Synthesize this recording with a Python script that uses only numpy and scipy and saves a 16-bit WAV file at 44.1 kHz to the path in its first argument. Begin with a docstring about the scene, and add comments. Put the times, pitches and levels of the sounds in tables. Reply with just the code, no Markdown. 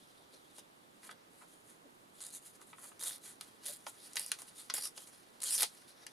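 """Fingertips rustle and slide on a scrap of thin paper; then a strip is torn off it in short pulls.
Breaking fibres crackle in showers of tiny bursts, sliding skin hisses, and both ring in the bending sheet.
Creases snap with a crack and a knock; a hand or the cupped sheet bumps softly.
The craft table and the walls return a short dull echo, and a quiet room hums below."""
import sys
import numpy as np
from scipy import signal
from scipy.fft import rfft, irfft
from scipy.io import wavfile
from scipy.ndimage import uniform_filter1d

SR = 44100
rng = np.random.default_rng(int(sys.argv[2]) if len(sys.argv) > 2 else 0)


def digitize_waveform(pressure):
    """Quantize a signal to 16-bit integers and store it at the path in sys.argv[1].

    Rows of a 2-D input are taken as channels; values are limited to [-1, 1].
    """
    field = np.atleast_2d(pressure).T
    bounded = np.clip(field, -1, 1)
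    quanta = np.round(bounded * 32767).astype(np.int16)
    wavfile.write(sys.argv[1], SR, quanta)


N = 269892

# Hiss, flutter, boom: high, middle, low band of the sheet. Top: treble above TOP_HZ.
# Tearing pulls: (start [s], length [s], start hiss [dB], end hiss [dB], midway swell [dB],
# flutter [dB re hiss], start ring [Hz], end ring [Hz], boom [dB re hiss], torn share [0-1], top gain [dB])
PULLS = [(2.213, 0.11, -45, -59, 0.5, -4, 4600, 4720, -17.5, 1, -13),
         (2.324, 0.061, -49.5, -54, 6.5, -9.5, 4500, 4530, -20.5, 0.34, -7),
         (3.002, 0.17, -46.5, -55, 7.5, -3.5, 3470, 3930, -13.5, 0.52, 2.5),
         (3.66, 0.11, -42, -56, 2.5, -3.5, 4330, 4600, -16, 0.62, 2.5),
         (4.16, 0.13, -44.5, -54.5, 2, 0, 4600, 5200, -14.5, 0.58, 4),
         (4.741, 0.067, -39.5, -50, 4, -2.5, 4930, 5030, -13.5, 0.5, 5.5),
         (4.807, 0.068, -43.5, -42.5, 1, -3.5, 5400, 5480, -19.5, 0.57, -1.5),
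         (5.417, 0.076, -46.5, -41, 0, -2, 4040, 4200, -15, 0.8, -18),
         (5.456, 0.12, -43.5, -35.5, 5.5, -3.5, 4330, 6200, -23, 0.48, -3.5),
         (5.571, 0.05, -38.5, -30.5, 0, -2, 3700, 4630, -16.5, 0.42, 6)]
# Fingertip slides: (peak time [s], hiss [dB], rise [s], fall [s], flutter [dB re hiss], ring [Hz],
# boom [dB re hiss])
SLIDES = [(0.345, -62.5, 0.054, 0.059, 0.5, 3800, -8), (0.592, -49.5, 0.061, 0.023, -1, 3000, -13),
          (1.071, -53.5, 0.07, 0.031, -4, 4400, -7.5), (1.116, -57, 0.026, 0.02, -2, 2720, 2.5),
          (1.43, -63, .2, 0.061, -5.5, 4500, -10), (1.54, -63.5, 0.16, 0.089, -8, 3800, -31),
          (1.698, -60.5, 0.08, 0.089, -6, 3970, -9), (2.468, -54, 0.071, 0.068, -7.5, 4870, -17),
          (2.552, -61.5, 0.04, 0.047, -6, 4300, -12), (2.62, -58, 0.021, 0.045, -7, 4200, -23),
          (2.715, -62, 0.11, 0.024, -7.5, 4300, -15), (2.85, -49.5, 0.1, 0.082, -8.5, 4770, -17),
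          (3.258, -51, 0.058, 0.13, -6.5, 4180, -12), (3.416, -61.5, 0.037, 0.21, -4, 4030, -9),
          (3.879, -47, 0.024, 0.041, -8, 3200, -22), (3.642, -52.5, 0.03, 0.039, -2.5, 4300, -10),
          (4.049, -52.5, 0.081, 0.09, -4, 4830, -15), (4.394, -49.5, 0.013, 0.069, -6.5, 4470, -12.5),
          (4.49, -54, 0.049, 0.022, -5, 4330, -14), (4.58, -52, 0.055, 0.16, -5, 4270, -15),
          (4.705, -55, 0.015, 0.011, 12, 4530, 3), (4.977, -51.5, 0.031, 0.13, -2, 2930, -12.5),
          (5.078, -60, 0.034, 0.05, -13, 4030, -11), (5.146, -60.5, 0.065, 0.12, -4, 4770, -9.5),
          (5.752, -61, 0.068, 0.14, -4.5, 4570, -10.5), (5.885, -56.5, 0.017, 0.051, -3.5, 4600, -10),
          (6.035, -65, 0.088, 0.011, 4, 3440, 1)]
# Sheet merely held: (time [s], hiss [dB], flutter [dB re hiss], boom [dB re hiss])
HELD = [(0, -68.5, -1, -25), (0.25, -74, 3.5, -5), (0.5, -70.5, -2, -19), (0.68, -77.5, 0, -20),
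        (1.0, -74, -3, -12), (1.2, -80, 7, 7), (1.85, -75.5, -15, -14), (2.12, -75.5, -5, -18),
        (2.19, -59.5, -2.5, -18), (2.55, -83, -8, 6), (2.95, -71, -2, -2), (3.56, -75, 5, 3),
        (3.82, -63, -4.5, -8), (4.33, -63, 1.5, -2.5), (4.7, -71.5, 0, 2), (5.28, -71, 1.5, -3.5),
        (6.12, -70, 2.5, -1)]
# Paper colour at the microphone: (frequency [Hz], gain [dB])
PAPER_SPECTRUM = [(180, -40), (400, -17.5), (800, -16.5), (1900, -12), (2600, -13.5), (4500, -5),
                  (5800, -7.5), (6900, -7), (8100, -7.5), (9700, 0), (11300, -5), (12800, -13.5),
                  (14700, -27.5), (16000, -13)]
# Resonances of the bending sheet: (centre [Hz], width [Hz], gain [dB])
FLEX_MODES = [(1710, 88, -7.5), (3440, 150, 3), (6430, 1500, 1.5), (11090, 400, -9.5)]
# Snapping creases and fibre bundles, levels before filtering:
# (time [s], crack [dB], middle [dB re crack], knock [dB re crack], knock pitch [Hz])
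SNAPS = [(0.583, -35, -17, -12, 520), (1.031, -49.5, 7.5, 0, 1100), (1.091, -51, -10, 12.5, 1340),
         (1.111, -40.5, 3.5, -9, 1290), (2.205, -33, 0, -15, 1120), (2.266, -25.5, -20, -28, 1000),
         (2.615, -36, -13, -12, 1090), (2.73, -51.5, -8.5, 13, 1190), (2.783, -53, 5, 7, 1210),
         (2.917, -54, -13.5, 5.5, 1150), (2.994, -33, -1, -23, 1180), (3.0263, -26.5, -15, -18.5, 1300),
         (3.036, -17, -6, -28, 1160), (3.06, -33, -14, -30, 1100), (3.081, -18, -10, -43, 1060),
         (3.41, -24, 0, -19, 1220), (3.6557, -27, -2.5, -23, 627), (3.668, -23.5, -3, -26, 627),
         (3.866, -37.5, 14, 6, 960), (4.133, -31, -3, -40, 900), (4.1566, -18, -5.5, -21.5, 405),
         (4.168, -25, 12, -5, 1770), (4.195, -16.5, -5, -29, 900), (4.263, -21, -20, -34, 401),
         (4.284, -36, -7, -30, 900), (4.317, -15, 3, -16, 1500), (4.388, -32, -2, -15.5, 864),
         (4.419, -25, -17.5, -19, 825), (4.699, -31.5, 15.5, 1, 1270), (4.739, -14, -5, -25, 693),
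         (4.781, -24, -3, -12.5, 770), (4.836, -20, -4.5, -24, 1170), (4.855, -20, -14, -25, 1180),
         (4.977, -45.5, 16, 4.5, 470), (5.073, -41, 3, -33, 856), (5.403, -35, 0, -21, 471),
         (5.422, -17.5, -13, -34, 1210), (5.432, -17.5, -23, -34, 571), (5.438, -14, -23.5, -31.5, 1210),
         (5.552, -13.5, -28, -36, 880), (5.606, -24, 9, -8.5, 2060), (5.621, -21, 0, -6.5, 1970),
         (5.63, -8, 0.5, -23, 760), (5.637, -28.5, 7, -12, 710), (6.066, -30.5, 5, -8, 2120)]
# Hollow bumps: (start [s], level [dB], pitch [Hz], width [Hz], length [s])
BUMPS = [(0.194, -66.5, 650, 300, 0.042), (0.331, -63, 450, 300, 0.034), (1.405, -60.5, 1070, 900, 0.043),
         (1.844, -60, 310, 220, 0.039), (2.592, -65, 1180, 600, 0.036), (2.821, -61, 1040, 895, 0.045),
         (3.674, -58.5, 570, 150, 0.042)]
# Position of the hands: (time [s], left over right [dB])
HAND_PAN = [(0, 0), (2, -0.5), (5.9, -0.5), (6.05, 4)]
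# Room tone colour: (frequency [Hz], relative density [dB])
HUM_SPECTRUM = [(20, -11.5), (64, -14), (115, -3), (290, 2), (550, -1), (1000, 0), (2500, -10.5),
                (3800, -11), (5600, -18), (7500, -17.5), (10000, -18), (14500, -24), (16000, -26)]
# Room tone likeness, left to right: (frequency [Hz], correlation [-1 to 1])
HUM_CORRELATION = [(60, 0.46), (150, 0.7), (380, 0.29), (950, -0.79), (2400, -0.41), (6000, 0.18),
                   (15000, 0.49)]
# Room tone balance: (frequency [Hz], left over right [dB])
HUM_BALANCE = [(60, 0), (240, -6), (950, -2.5), (3770, 0), (15000, -1.5)]

LOW_HZ, HIGH_HZ, TOP_HZ, CUTOFF_HZ = 2500, 6000, 11400, 16500
PULL_ATTACK_DB_PER_S, PULL_RELEASE_DB_PER_S = 4000, 700
SLIDE_FADE_DB, SLIDE_FADE_POWER, SLIDE_TORN_SHARE, SLIDE_TOP_DB = 23, 1.6, 0.21, -1.5
HELD_RING_HZ, HELD_TORN_SHARE, HELD_TOP_DB = 3530, 0.22, -1.5
CRACKS_PER_S, CRACK_SPREAD_DB, CRACK_COLOUR_DB = 950, 3.3, 5
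FLEX_SPREAD_OCTAVES, FLEX_DRIFT_HZ, RING_WIDTH_HZ = 0.15, 8.1, 1900
KNOCK_WIDTH_HZ, SNAP_TOP_DB = 480, -7.5
SCATTER_T60_S, SCATTER_DB = 0.022, -7
ROOM_T60_S, ROOM_DB, WALL_CUT_HZ, HUM_DB = 0.093, -8.5, 4440, -62


def tearing_and_rubbing():
    """Crackling fibres and smooth skin friction, mixed by the torn share, drive the sheet."""
    hiss_gain, flutter_db, ring_hz, boom_db, torn_share, top_db = handling()
    torn_share = np.clip(torn_share, 0, .8)
    fibres = fibre_cracks()
    skin = from_db(2.43 * drift(rate_hz=31.3)) * rng.standard_normal(N)
    drive = flexing(np.sqrt(torn_share) * fibres + np.sqrt(1 - torn_share) * skin)
    boom, middle, high = map(rms_one, three_bands(coloured(drive, PAPER_SPECTRUM)))
    ring = gliding(gliding(drive, ring_hz, RING_WIDTH_HZ), ring_hz, RING_WIDTH_HZ)
    flutter = rms_one(from_db(3 - 18 * torn_share) * middle + rms_one(ring))   # taut paper rings more
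    return hiss_gain * (with_top(high, top_db) + from_db(flutter_db) * flutter + from_db(boom_db) * boom)


def handling():
    """Hold, pulls and slides add in power: hiss gain, then five power-weighted tone controls."""
    t = np.arange(N) / SR
    held_db, flutter_db, boom_db = over_time(HELD)
    moves = [(held_db, flutter_db, HELD_RING_HZ, boom_db, HELD_TORN_SHARE, HELD_TOP_DB)]
    for (start_s, length_s, start_db, end_db, swell_db, flutter_db,
         start_hz, end_hz, boom_db, torn_share, top_db) in PULLS:
        progress = np.clip((t - start_s) / length_s, 0, 1)
        hiss_db = start_db + (end_db - start_db) * progress + swell_db * np.sin(np.pi * progress)
        hiss_db -= PULL_ATTACK_DB_PER_S * np.maximum(start_s - t, 0)
        hiss_db -= PULL_RELEASE_DB_PER_S * np.maximum(t - start_s - length_s, 0)
        ring_hz = start_hz + (end_hz - start_hz) * progress
        moves.append((hiss_db, flutter_db, ring_hz, boom_db, torn_share, top_db))
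    for peak_s, peak_db, rise_s, fall_s, flutter_db, ring_hz, boom_db in SLIDES:
        from_peak = np.maximum((peak_s - t) / rise_s, (t - peak_s) / fall_s)
        hiss_db = peak_db - SLIDE_FADE_DB * from_peak ** SLIDE_FADE_POWER
        moves.append((hiss_db, flutter_db, ring_hz, boom_db, SLIDE_TORN_SHARE, SLIDE_TOP_DB))
    levels_db, *controls = zip(*moves)
    powers = [from_db(2 * db) for db in levels_db]
    total = sum(powers)
    blended = [sum(power * value for power, value in zip(powers, control)) / total for control in controls]
    return np.sqrt(total), *blended


def fibre_cracks():
    """Fibres break in showers of millisecond bursts, each with its own size and colour."""
    breaks = rng.random(N) < CRACKS_PER_S * from_db(2 * drift(rate_hz=80)) / SR
    sizes = breaks * from_db(CRACK_SPREAD_DB * np.minimum(rng.exponential(1, N), 3.5))
    edges_hz, out = [200, LOW_HZ, HIGH_HZ, 8500, TOP_HZ, CUTOFF_HZ], np.zeros(N)
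    for band_hz in zip(edges_hz, edges_hz[1:]):
        envelope = decays(sizes * from_db(CRACK_COLOUR_DB * rng.standard_normal(N)), t60_s=0.0036)
        envelope /= np.sqrt(uniform_filter1d(envelope ** 2, size=SR // 50) + .01)   # the pull feeds steadily
        out += butterworth(envelope * rng.standard_normal(N), band_hz, "band")
    return rms_one(out)


def flexing(drive):
    """The sheet's resonances wander in pitch as it bends."""
    modes = np.zeros(N)
    for centre_hz, width_hz, gain_db in FLEX_MODES:
        octaves = FLEX_SPREAD_OCTAVES * np.clip(drift(FLEX_DRIFT_HZ), -2, 2)
        modes += from_db(gain_db) * gliding(drive, centre_hz * 2 ** octaves, width_hz)
    return drive + modes


def snaps():
    """Each snap cracks and the fold knocks; thin fibres stop quickly, full creases ring a little longer, and
    every snap leaves a faint shiver."""
    time_s, crack_db, middle_db, knock_db, knock_hz = np.transpose(SNAPS)
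    onsets = np.round(time_s * SR).astype(int)
    noise = rng.standard_normal(N)
    cracks, crease_share = np.zeros((2, N))
    crease_share[onsets] = np.clip(1 + middle_db / 8, 0, 1)
    for band, band_db, crease_t60_s in [(1, middle_db, 0.013), (2, 0, 0.011)]:   # middle, high
        clicks = np.zeros(N)
        clicks[onsets] = from_db(crack_db + band_db)
        crease = decays(clicks * crease_share, crease_t60_s)
        fibre = decays(clicks * (1 - crease_share), t60_s=0.0056)
        shiver = from_db(-21) * decays(clicks, t60_s=0.16)
        cracks += three_bands(noise * (crease + fibre + shiver))[band]
    cracks = with_top(coloured(cracks, PAPER_SPECTRUM), SNAP_TOP_DB)
    return cracks + fold_knocks(noise, onsets, crack_db + knock_db, knock_hz)


def fold_knocks(noise, onsets, levels_db, pitches_hz):
    """Each fold knocks at its own pitch: a dull burst plus a hollow resonance."""
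    dull = rms_one(three_bands(coloured(noise, PAPER_SPECTRUM))[0])
    t = np.arange(SR // 10) / SR
    attack = 1 - np.exp(-t / 0.0017)   # soft fingertips
    envelope = attack * (from_db(-60 * t / 0.014) + 0.1 * from_db(-60 * t / 0.06))
    out = np.zeros(N)
    for onset, level_db, pitch_hz in zip(onsets, levels_db, pitches_hz):
        span, shape = slice(onset, onset + len(t)), envelope[:N - onset]
        hollow = signal.lfilter(*resonance(pitch_hz, KNOCK_WIDTH_HZ), noise[span] * shape)
        out[span] += from_db(level_db) * (0.5 * dull[span] * shape + 4.9 * hollow)
    return butterworth(out, [220, 3500], "band")   # a small scrap moves no bass


def bumps():
    """A hand or the cupped sheet bumps: a puff swells and fades through a hollow resonance."""
    out = np.zeros(N)
    for start_s, level_db, pitch_hz, width_hz, length_s in BUMPS:
        t = np.arange(int(length_s * SR)) / SR
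        puff = rng.standard_normal(SR // 5)
        for _ in range(2):
            puff = signal.lfilter(*resonance(pitch_hz, width_hz), puff)
        envelope = from_db(level_db) * np.sin(np.pi * t / length_s)
        out[int(start_s * SR):][:len(t)] += envelope * rms_one(puff[-len(t):])
    return out


def scatter(x):
    """The shortest waves bend round the microphone body and reach the two capsules unlike."""
    t = np.arange(SR // 50) / SR
    smear = rms_one(rng.standard_normal(len(t)) * from_db(-60 * t / SCATTER_T60_S)) / np.sqrt(len(t))
    top = butterworth(x, TOP_HZ, "high", order=6)
    return from_db(SCATTER_DB) * signal.fftconvolve(top, smear)[:N] * [[1], [-1]]


def room_echo(x):
    """Table and walls return a short dull tail, different on each side."""
    t = np.arange(SR // 3) / SR
    tail = rng.standard_normal((2, len(t))) * from_db(-60 * t / ROOM_T60_S) * (t > .002)
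    tail = butterworth(tail, WALL_CUT_HZ, "low")
    tail /= np.sqrt(np.sum(tail ** 2, axis=1, keepdims=True))
    return from_db(ROOM_DB) * signal.fftconvolve(x[None], tail, axes=1)[:, :N]


def room_hum():
    """Steady noise of the room; stereo correlation and balance vary with frequency."""
    hz = np.fft.rfftfreq(N, 1 / SR)
    mid, side = rfft(rng.standard_normal((2, N)))
    correlation = at_hz(HUM_CORRELATION, hz)
    pair = np.sqrt(1 + correlation) * mid + np.sqrt(1 - correlation) * side * [[1], [-1]]
    gain = from_db(at_hz(HUM_SPECTRUM, hz) + at_hz(HUM_BALANCE, hz) * [[.5], [-.5]])
    return from_db(HUM_DB) * rms_one(irfft(pair * gain, N))


def from_db(db):
    """Decibels to amplitude gain."""
    return 10 ** (np.asarray(db) / 20)


def rms_one(x):
    """Scale to rms 1."""
    return x / np.sqrt(np.mean(x ** 2) + 1e-20)


def at_hz(table, hz):
    """Interpolate a table over log frequency."""
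    points_hz, values = np.transpose(table)
    return np.interp(np.log(hz + 1), np.log(points_hz), values)


def over_time(table):
    """Interpolate each value column, one value a sample."""
    time_s, *columns = np.transpose(table)
    return [np.interp(np.arange(N) / SR, time_s, column) for column in columns]


def coloured(x, spectrum):
    """Minimum-phase filter from the folded cepstrum of a spectrum table."""
    gain = from_db(at_hz(spectrum, np.linspace(0, SR / 2, 2049)))
    cepstrum = irfft(np.log(gain))
    cepstrum[1:2048] *= 2
    cepstrum[2049:] = 0
    return signal.fftconvolve(x, irfft(np.exp(rfft(cepstrum))))[:N]


def butterworth(x, hz, kind, order=2):
    """Causal low-, high- or band-pass."""
    return signal.sosfilt(signal.butter(order, hz, kind, fs=SR, output="sos"), x)


def three_bands(x):
    """Split into low, middle, high."""
    bands = [(LOW_HZ, "low"), ([LOW_HZ, HIGH_HZ], "band"), (HIGH_HZ, "high")]
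    return [butterworth(x, hz, kind, order=3) for hz, kind in bands]


def with_top(x, top_db):
    """Raise or lower the treble above TOP_HZ."""
    top = butterworth(x, TOP_HZ, "high", order=3)
    return butterworth(x, TOP_HZ, "low", order=3) + from_db(top_db) * top


def resonance(hz, width_hz):
    """Coefficients of a unity-gain peak."""
    r = np.exp(-np.pi * width_hz / SR)
    return [(1 - r * r) / 2, 0, (r * r - 1) / 2], [1, -2 * r * np.cos(2 * np.pi * hz / SR), r * r]


def gliding(x, hz, width_hz, block=256):
    """Resonance with a moving centre, stepped per block."""
    out, state = np.zeros(N), np.zeros(2)
    for i in range(0, N, block):
        out[i:i + block], state = signal.lfilter(*resonance(hz[i], width_hz), x[i:i + block], zi=state)
    return out


def decays(clicks, t60_s):
    """Envelope: fast rise and exponential fall per click."""
    pole = from_db(-60 / (t60_s * SR))
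    falling = signal.lfilter([1], [1, -pole], clicks + 1e-18)
    return signal.lfilter([.25], [1, -.75], falling)


def drift(rate_hz):
    """Slow random curve, rms 1."""
    r = np.exp(-2 * np.pi * rate_hz / SR)
    return rms_one(signal.lfilter([1], [1, -2 * r, r * r], rng.standard_normal(N + SR))[SR:])


def scene():
    """Close paper panned with the hands, plus scatter, echo and room tone."""
    paper = tearing_and_rubbing() + snaps() + bumps()
    pan_db, = over_time(HAND_PAN)
    direct = paper * from_db(pan_db * [[.5], [-.5]])
    return direct + scatter(paper) + room_echo(paper) + room_hum()


def record(dry):
    """Steep low-pass, 70 dB down from CUTOFF_HZ."""
    return signal.sosfilt(signal.cheby2(12, 70, CUTOFF_HZ, fs=SR, output="sos"), dry)


dry = scene()
out = record(dry)
digitize_waveform(out)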